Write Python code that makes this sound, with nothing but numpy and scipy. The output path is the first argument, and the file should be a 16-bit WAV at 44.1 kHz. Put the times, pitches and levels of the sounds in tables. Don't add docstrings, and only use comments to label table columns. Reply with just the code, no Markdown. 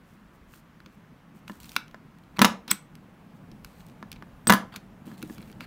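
import sys
import numpy as np
from scipy import signal
from scipy.io import wavfile
from scipy.ndimage import uniform_filter1d

SR = 44100
rng = np.random.default_rng(int(sys.argv[2]) if len(sys.argv) > 2 else 0)


def level_to_linear(level):
    exponent = np.asarray(level, float) / 20
    return 10 ** exponent


def generate_wav(sig):
    pcm = np.round(np.clip(np.atleast_2d(sig).T, -1, 1) * 32767).astype(np.int16)
    wavfile.write(sys.argv[1], SR, pcm)


N = 249606

# frequency in Hz, level in dB, t60 in seconds.
PANEL_MODES = [(560, -7.5, 0.021), (680, -5.5, 0.045), (787, -4.5, 0.023), (800, -9.5, 0.045),
               (830, -14, 0.049), (977, 2, 0.05), (1035, -4.5, 0.12), (1059, -3.5, 0.019), (1152, 5, 0.037),
               (1236, 1.5, 0.046), (1344, 3, 0.054), (1448, -2, 0.05), (1502, 0.5, 0.04),
               (1585, -0.5, 0.032), (1705, 2, 0.068), (1808, -4, 0.037), (1971, -3.5, 0.049),
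               (2240, -1.5, 0.01), (2260, -4, 0.0043), (2794, -4.5, 0.035)]
# start in seconds, force in dB,
# spot from body (0) over lock plate (.5) to hasp (1), loss across the lock in dB, weight on the case in dB.
HASP_BLOWS = [(2.3855, -24.5, 0, 20.5, -23), (2.3916, -6, 0.28, 20, -16), (2.3937, -12, 0.05, 29, -25),
              (2.4121, -39, .02, 10, -8), (2.4168, 4, .15, 11.5, -9), (2.4206, -0.5, 0.36, 18, -12.5),
              (2.4239, -6, .02, 11, -34.5), (2.446, 10, 0.26, 40, -12.5), (2.4505, -8, 0.46, 6.5, -28),
              (2.4564, -4.5, 0.13, 28, -29.5), (4.4708, -8.5, 0.34, 20.5, -15.5),
              (4.4886, -18.5, 0.34, 18.5, -15), (4.4967, 9, 0.17, 41, -12.5), (4.4986, -6, 0.1, 7.5, -17.5),
              (4.5028, 5, 0.09, 15.5, -7.5), (4.5233, -1.4, 0.03, 8.5, -30), (4.5362, -6, 0.03, 9.5, -13.5),
              (4.5434, -19.5, .02, 3.5, -39)]


def hasps():
    return blows(HASP_BLOWS, PANEL_MODES, length=0.65, deep=0, spread_db=3,
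                 boom_off_db=-3.5, boom_length=.62, lowest_hz=250)


# frequency in Hz, level in dB, t60 in seconds.
HOUSING_MODES = [(1133, -9, 0.032), (1420, -3, 0.0239), (1523, 2.5, 0.011), (2300, 2, 0.02),
                 (2576, -2, 0.02), (3370, -10.5, 0.027), (4020, -9, 0.032), (4405, -13, .025)]
# start in seconds, force in dB,
# spot from body (0) to hasp (1), loss across the lock in dB, weight on the case in dB.
BUTTON_BLOWS = [(.8611, -28.5, .3, 38, -39.5), (1.4792, -28.5, 0.2, 20, -54),
                (1.7642, -7.5, .04, 11.5, -33), (2.3709, -34, 0, 13, -41), (2.6793, -28.5, 0.45, 11, -36),
                (2.6869, -46, .1, 4, -38), (2.7088, -17.5, 0.74, 10, -30), (2.7131, 0.5, 0.76, 35.5, -39.5),
                (2.7148, -10, .05, 8, -26), (2.9534, -37, 0.58, 18, -43.5),
                (3.5157, -39.5, 0.48, 22.5, -35.5), (3.6468, -30.5, 0.6, 7.5, -46.5),
                (4.1169, -21, 0.65, 29.5, -56.5), (4.7603, -19.5, 0.4, 34, -35.5),
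                (5.068, -44, 1, 5.5, -28.5), (5.2187, -35, .55, 31, -37), (5.2269, -28.5, .3, 2.5, -24),
                (5.3815, -34.5, 0.36, 15, -33), (5.4746, -51, 0.2, 17, -43), (5.4993, -42, .02, 12, -41),
                (5.6069, -22, 0.27, 27, -34.5)]


def button_clicks():
    return blows(BUTTON_BLOWS, HOUSING_MODES, length=0.59, deep=0.08, spread_db=1.5,
                 boom_off_db=-3.5, boom_length=0.84, lowest_hz=850)


# start in seconds, force in dB, spot from body (0) to hasp
LOCK_TICKS = [(.5372, -38, 0), (.803, -34.5, 0.15), (.925, -53, .5), (1.519, -40, .6),
              (1.6022, -32.5, 0.78), (1.6065, -49, 0.5), (1.6321, -32, 0.7), (1.644, -34.5, .51),
              (1.6576, -36, .71), (1.6929, -28.5, 0.61), (1.7181, -29, 0.59), (1.756, -33, .51),
              (1.8807, -40, 0.5), (1.912, -43, .51), (2.186, -45, .73), (2.2374, -47.5, .51),
              (2.504, -40, .75), (2.825, -53, .97),
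              (3.8058, -36, .25), (3.866, -40.5, .72), (3.886, -41.5, 0.75), (3.898, -42.5, 0.4),
               (4.128, -26.5, 0.44), (4.1605, -38, 0.15), (4.165, -43, 0.06), (4.739, -38, .05),
               (4.7624, -31, .97), (4.7645, -30.5, 0.46), (4.767, -33.5, 0.5), (5.1798, -36.5, 0.8),
               (5.4064, -38.5, 0.2), (5.418, -40.5, 0.86), (5.4268, -37, 0.17), (5.516, -39, .75),
               (5.5266, -38.5, 0.4)]


def light_ticks():
    loss_db, weight_db = 25.5, -20
    rows = [(s, db, spot, loss_db, db + weight_db) for s, db, spot in LOCK_TICKS]
    return blows(rows, HOUSING_MODES, length=.42, deep=0, spread_db=4.0,
                 boom_off_db=-1, boom_length=0.45, lowest_hz=1300)


# start in seconds, force in dB, weight on the case in dB.
FINGER_KNOCKS = [
    (1.4971, -26, -28),
    (1.9446, -27.5, -44),
    (4.0273, -26.5, -33),
    (4.224, -30, -38.5),
    (4.7316, -42, -64),
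    (5.1157, -36.5, -36.5),
    (5.2979, -34, -26),
    (5.614, -35.5, -40),
]


def leather_knocks():
    loss_db = 24
    rows = [(s, db, 0, loss_db, weight_db) for s, db, weight_db in FINGER_KNOCKS]
    return blows(rows, PANEL_MODES, length=0.55, deep=0, spread_db=3.5,
                 boom_off_db=-3.5, boom_length=0.58, lowest_hz=250)


# frequency in Hz, level in dB, t60 in seconds.
CASE_MODES = [(153, -12.5, 0.091), (201.9, 1, 0.11), (230.7, -8, 0.13), (305, -3.5, 0.084),
              (402, -12.5, .08), (497, -12, 0.058)]


def blows(rows, body, length, deep, spread_db, boom_off_db, boom_length, lowest_hz):
    hard, boom = np.zeros(N), np.zeros(N)
    for s, force_db, spot, loss_db, boom_db in rows:
        body_db, plate_db, hasp_db = force_db - loss_db * abs(spot - np.arange(3) / 2)
        lasting = length + deep * (.5 - spot)
        body_ring = ring(body, lasting * 0.87, spread_db, rise_s=0.00036)
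        plate = crack(1700, 8000, t60=.021, tilt_db=-13, length=lasting, scatter=0.93)
        hasp = crack(6200, 17500, t60=.014, tilt_db=0, length=lasting, scatter=0.49)
        add(hard, s, level_to_linear(body_db) * body_ring)
        add(hard, s, level_to_linear(plate_db - 3.5) * plate)
        add(hard, s, level_to_linear(hasp_db + 2.0) * hasp)
        case = ring(CASE_MODES, boom_length, spread_db=3.0, rise_s=0.0073)
        add(boom, s, level_to_linear(boom_db + boom_off_db) * case)
    high_pass = signal.butter(3, lowest_hz, "high", fs=SR, output="sos")
    return boom + signal.sosfilt(high_pass, hard)


def ring(modes, length, spread_db, rise_s):
    hz, db, t60 = np.transpose(modes)[:, :, None]
    t60 = t60 * max(length, .05)
    t = np.arange(round(t60.max() * SR)) / SR
    level_spot, pitch_spot = rng.standard_normal((2, len(modes), 1))
    decay = level_to_linear(db + spread_db * level_spot - 60 * t / t60)
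    tones = decay * np.sin(2 * np.pi * hz * (1 + .008 * pitch_spot) * t)
    sound = -tones.sum(0) * (1 - np.exp(-t / rise_s))
    return sound / abs(sound).max()


def crack(low_hz, high_hz, t60, tilt_db, length, scatter):
    t = np.arange(1000) / SR
    shift, phase = rng.random((2, 48, 1))
    place = (np.arange(48)[:, None] + shift) / 48
    size = level_to_linear(tilt_db * place) * np.sqrt(np.sin(np.pi * place))
    hz = low_hz + (high_hz - low_hz) * place
    modes = size * np.sin(2 * np.pi * (hz * t + scatter * phase))
    decay = level_to_linear(-60 * t / (t60 * max(length, .05)))
    sound = modes.sum(0) * decay * (1 - np.exp(-t / .0001))
    return sound / abs(sound).max()


# start in seconds, length in seconds, frequency in Hz,
# width of its wander in Hz, level in dB.
BUTTON_SQUEAKS = [
    (2.700, .013, 5200, 120, -27),
    (2.726, .010, 8100, 80, -32),
    (4.451, .010, 8100, 80, -62),
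    (4.471, .016, 8150, 90, -15),
    (4.484, .010, 8100, 90, -33),
    (4.472, .005, 15000, 300, -24),
    (4.476, .006, 15100, 300, -26),
]


def squeaks():
    out = np.zeros(N)
    for s, length, hz, width_hz, db in BUTTON_SQUEAKS:
        n = round(length * SR)
        wander = width_hz * evened(uniform_filter1d(rng.standard_normal(6000), size=60))[:n]
        phase = 2 * np.pi * np.cumsum(hz + wander) / SR
        add(out, s, level_to_linear(db) * np.sin(phase) * np.hanning(n) ** .7)
    return out


# start in seconds, frequency in Hz, level in dB, t60 in seconds.
SPRING_TONES = [
    (2.7132, 8040, -7, .015),
    (2.7132, 8134, -41, .22),
    (2.7132, 15250, -11, .012),
    (2.7132, 3390, -17, .016),
    (4.7602, 12800, -46, .05),
    (4.7602, 15500, -46, .02),
    (4.7602, 9700, -44, .02),
]


def button_springs():
    out, t = np.zeros(N), np.arange(9000) / SR
    for s, hz, db, t60 in SPRING_TONES:
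        add(out, s, level_to_linear(db - 60 * t / t60) * np.sin(2 * np.pi * hz * t))
    return out


# frequency in Hz, level in dB per Hz.
RUB_SPECTRUM = [(1760, -26.5), (3000, -3), (3720, -5), (8500, -2), (10400, -6), (15000, -1.5), (16200, -10),
                (16500, -31.5)]
# start in seconds, length in seconds, hiss in dB, scrape in dB,
# sharpness of the start 0-1.
SCUFFS = [(0.045, 0.13, -73, -86, 0.2), (.32, 0.054, -74, -90, .1), (0.469, 0.15, -62.5, -70, 0.02),
          (.9, .07, -75, -87, 0.1), (1.347, 0.064, -70.5, -90, 0.5), (1.475, 0.13, -64, -69, 1),
          (1.599, 0.19, -59.5, -61, 1), (1.755, 0.033, -83, -73, .9), (2.36, 0.019, -62, -48.5, 0.15),
          (2.678, 0.067, -55.5, -43, 1), (3.337, 0.051, -76.5, -78.5, 0.14), (3.637, 0.21, -71.5, -69, 1),
          (3.795, 0.15, -73, -72, 0.68), (4.117, 0.021, -71, -58.5, 0.6), (4.722, 0.066, -66, -51.5, 0.6),
          (5.054, 0.12, -65, -61.5, 0.6), (5.172, 0.11, -64.5, -64, 0.4), (5.255, 0.12, -58.5, -67, 0.13),
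          (5.356, 0.19, -69, -66.5, 0.8), (5.602, 0.06, -64, -53, 0.5)]


def scuffs():
    hiss, scrape = np.zeros(N), np.zeros(N)
    for s, length, hiss_db, scrape_db, sharp in SCUFFS:
        u = np.linspace(0, 1, round(length * SR))
        attack = np.minimum(u / np.clip(.5 - 1.23 * sharp, .01, 1), 1)
        release = np.minimum((1 - u) / 0.25, 1) ** 1.3
        add(hiss, s, level_to_linear(hiss_db) * attack * release)
        add(scrape, s, level_to_linear(scrape_db) * attack * release)
    grain = level_to_linear(2.5 * evened(uniform_filter1d(rng.standard_normal(N), size=150)))
    brass = noise([(500, -15), (900, 6.5), (2500, 4.0), (4500, -0.5), (7000, -35.5)], patchy_db=3)
    return grain * (hiss * noise(RUB_SPECTRUM, patchy_db=0.0) + scrape * brass)


# time in seconds, shaking of the case in dB, grip on the phone in dB.
HANDLING = [(0.0, -57, -64), (0.58, -60.5, -65), (0.91, -56, -66), (1.26, -56, -72), (1.53, -54.5, -63.5),
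            (1.92, -54, -66), (2.18, -56.5, -66), (2.36, -54, -64), (2.6, -53.5, -67), (2.77, -55.5, -67),
            (3.31, -50, -66.5), (3.67, -51, -59), (4.1, -49.5, -64), (4.43, -52, -59), (5.11, -47.5, -69.5),
            (5.49, -47.5, -57), (5.66, -47.5, -62)]


def handling():
    s, *columns = np.transpose(HANDLING)
    shake_db, rumble_db = (np.interp(np.arange(N) / SR, s, c) for c in columns)
    above_calm_db = shake_db + 54
    far_db = -64 + .15 * above_calm_db
    murmur_db = -64 + 0.93 * above_calm_db
    far = noise([(700, -26.5), (1000, 3.5), (1700, -3.5), (3000, -10), (5000, -25)], patchy_db=0.5)
    murmur = noise([(280, -34.5), (350, 4), (600, 2), (900, 1.0), (1200, -36.0)], patchy_db=0.0)
    shake = noise([(90, -15.0), (125, 2.5), (160, 6.5), (200, 8.5), (250, -6), (320, -3.5), (420, -45.5)],
                  patchy_db=1.5)
    rumble = noise([(15, -29.5), (30, -5), (40, 12.5), (65, -1), (85, -12.5), (105, -34)], patchy_db=2.0)
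    distant = level_to_linear(far_db - 1.5) * far + level_to_linear(murmur_db - 1) * murmur
    return distant + level_to_linear(shake_db - 0.5) * shake + level_to_linear(rumble_db + 3.7) * rumble


# frequency in Hz, t60 in seconds.
ROOM_DECAY = [(150, 0.26), (500, 0.39), (1200, 0.27), (3000, 0.24), (8000, 0.21), (15000, 0.14)]


def room(x):
    out, turn = np.zeros(N), np.arange(N) / SR * 2 * np.pi * 17
    at = np.arange(120, SR // 2 - 20, 20)
    for k in range(3):
        taps = np.zeros(SR // 2)
        taps[at + rng.integers(0, 20, len(at))] = rng.choice([-1., 1.], len(at))
        hz, t, z = signal.stft(taps, SR, nperseg=256)
        decay = level_to_linear(-60 * t / read(ROOM_DECAY, hz)[:, None])
        tail = signal.istft(z * decay, SR, nperseg=256)[1]
        share = np.sqrt(2 / 3) * np.cos(turn + k * np.pi / 3)
        out += signal.fftconvolve(x * share, tail / np.linalg.norm(tail))[:N]
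    return out


# frequency in Hz, level in dB per Hz.
AIR_SPECTRUM = [(18, -56), (33, -21), (60, -9.5), (98, -31), (130, -9), (200, -6.5), (300, -14.5),
                (500, -25), (1140, -23.5), (1740, -25.5), (3500, -37), (6000, -43), (10500, -55.5),
                (13000, -51), (16500, -51)]


def room_tone():
    return level_to_linear(-58) * noise(AIR_SPECTRUM, patchy_db=1.5)


def noise(spectrum, patchy_db):
    frames, hz = N // 256 + 5, np.fft.rfftfreq(1024, 1 / SR)
    a, b, patches = rng.standard_normal((frames, 513, 3)).T
    patches = uniform_filter1d(patches, size=14, axis=0)
    patches = evened(uniform_filter1d(patches, size=10, axis=1))
    z = (a + 1j * b) * level_to_linear(read(spectrum, hz)[:, None] + patchy_db * patches)
    return evened(signal.istft(z, nperseg=1024, noverlap=768)[1][:N])


def evened(x):
    return x / np.sqrt(np.mean(x ** 2) + 1e-20)


def read(points, hz):
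    f, value = np.transpose(points)
    return np.interp(np.log(hz + 1), np.log(f + 1), value)


def add(mix, s, sound):
    part = mix[round(s * SR):][:len(sound)]
    part += sound[:len(part)]


def scene():
    slams = hasps()
    touches = button_clicks() + light_ticks() + leather_knocks()
    tones = squeaks() + button_springs()
    echo = level_to_linear(-12.0) * room(slams + level_to_linear(-3.5) * touches + level_to_linear(-11.5) * tones)
    return (slams + touches + tones + echo + scuffs() + handling() + room_tone())[None]


def roll_off(x):
    return signal.sosfilt(signal.butter(12, 16990, fs=SR, output="sos"), x)


def record(dry):
    limited = np.tanh(dry / .96) * .96
    limited = signal.sosfilt(signal.butter(2, 28, "high", fs=SR, output="sos"), limited)
    lowpass = signal.firwin(255, 15850, window=("kaiser", 8), fs=SR)[None]
    return roll_off(signal.oaconvolve(limited, lowpass, "same"))


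dry = scene()
out = record(dry)
generate_wav(out)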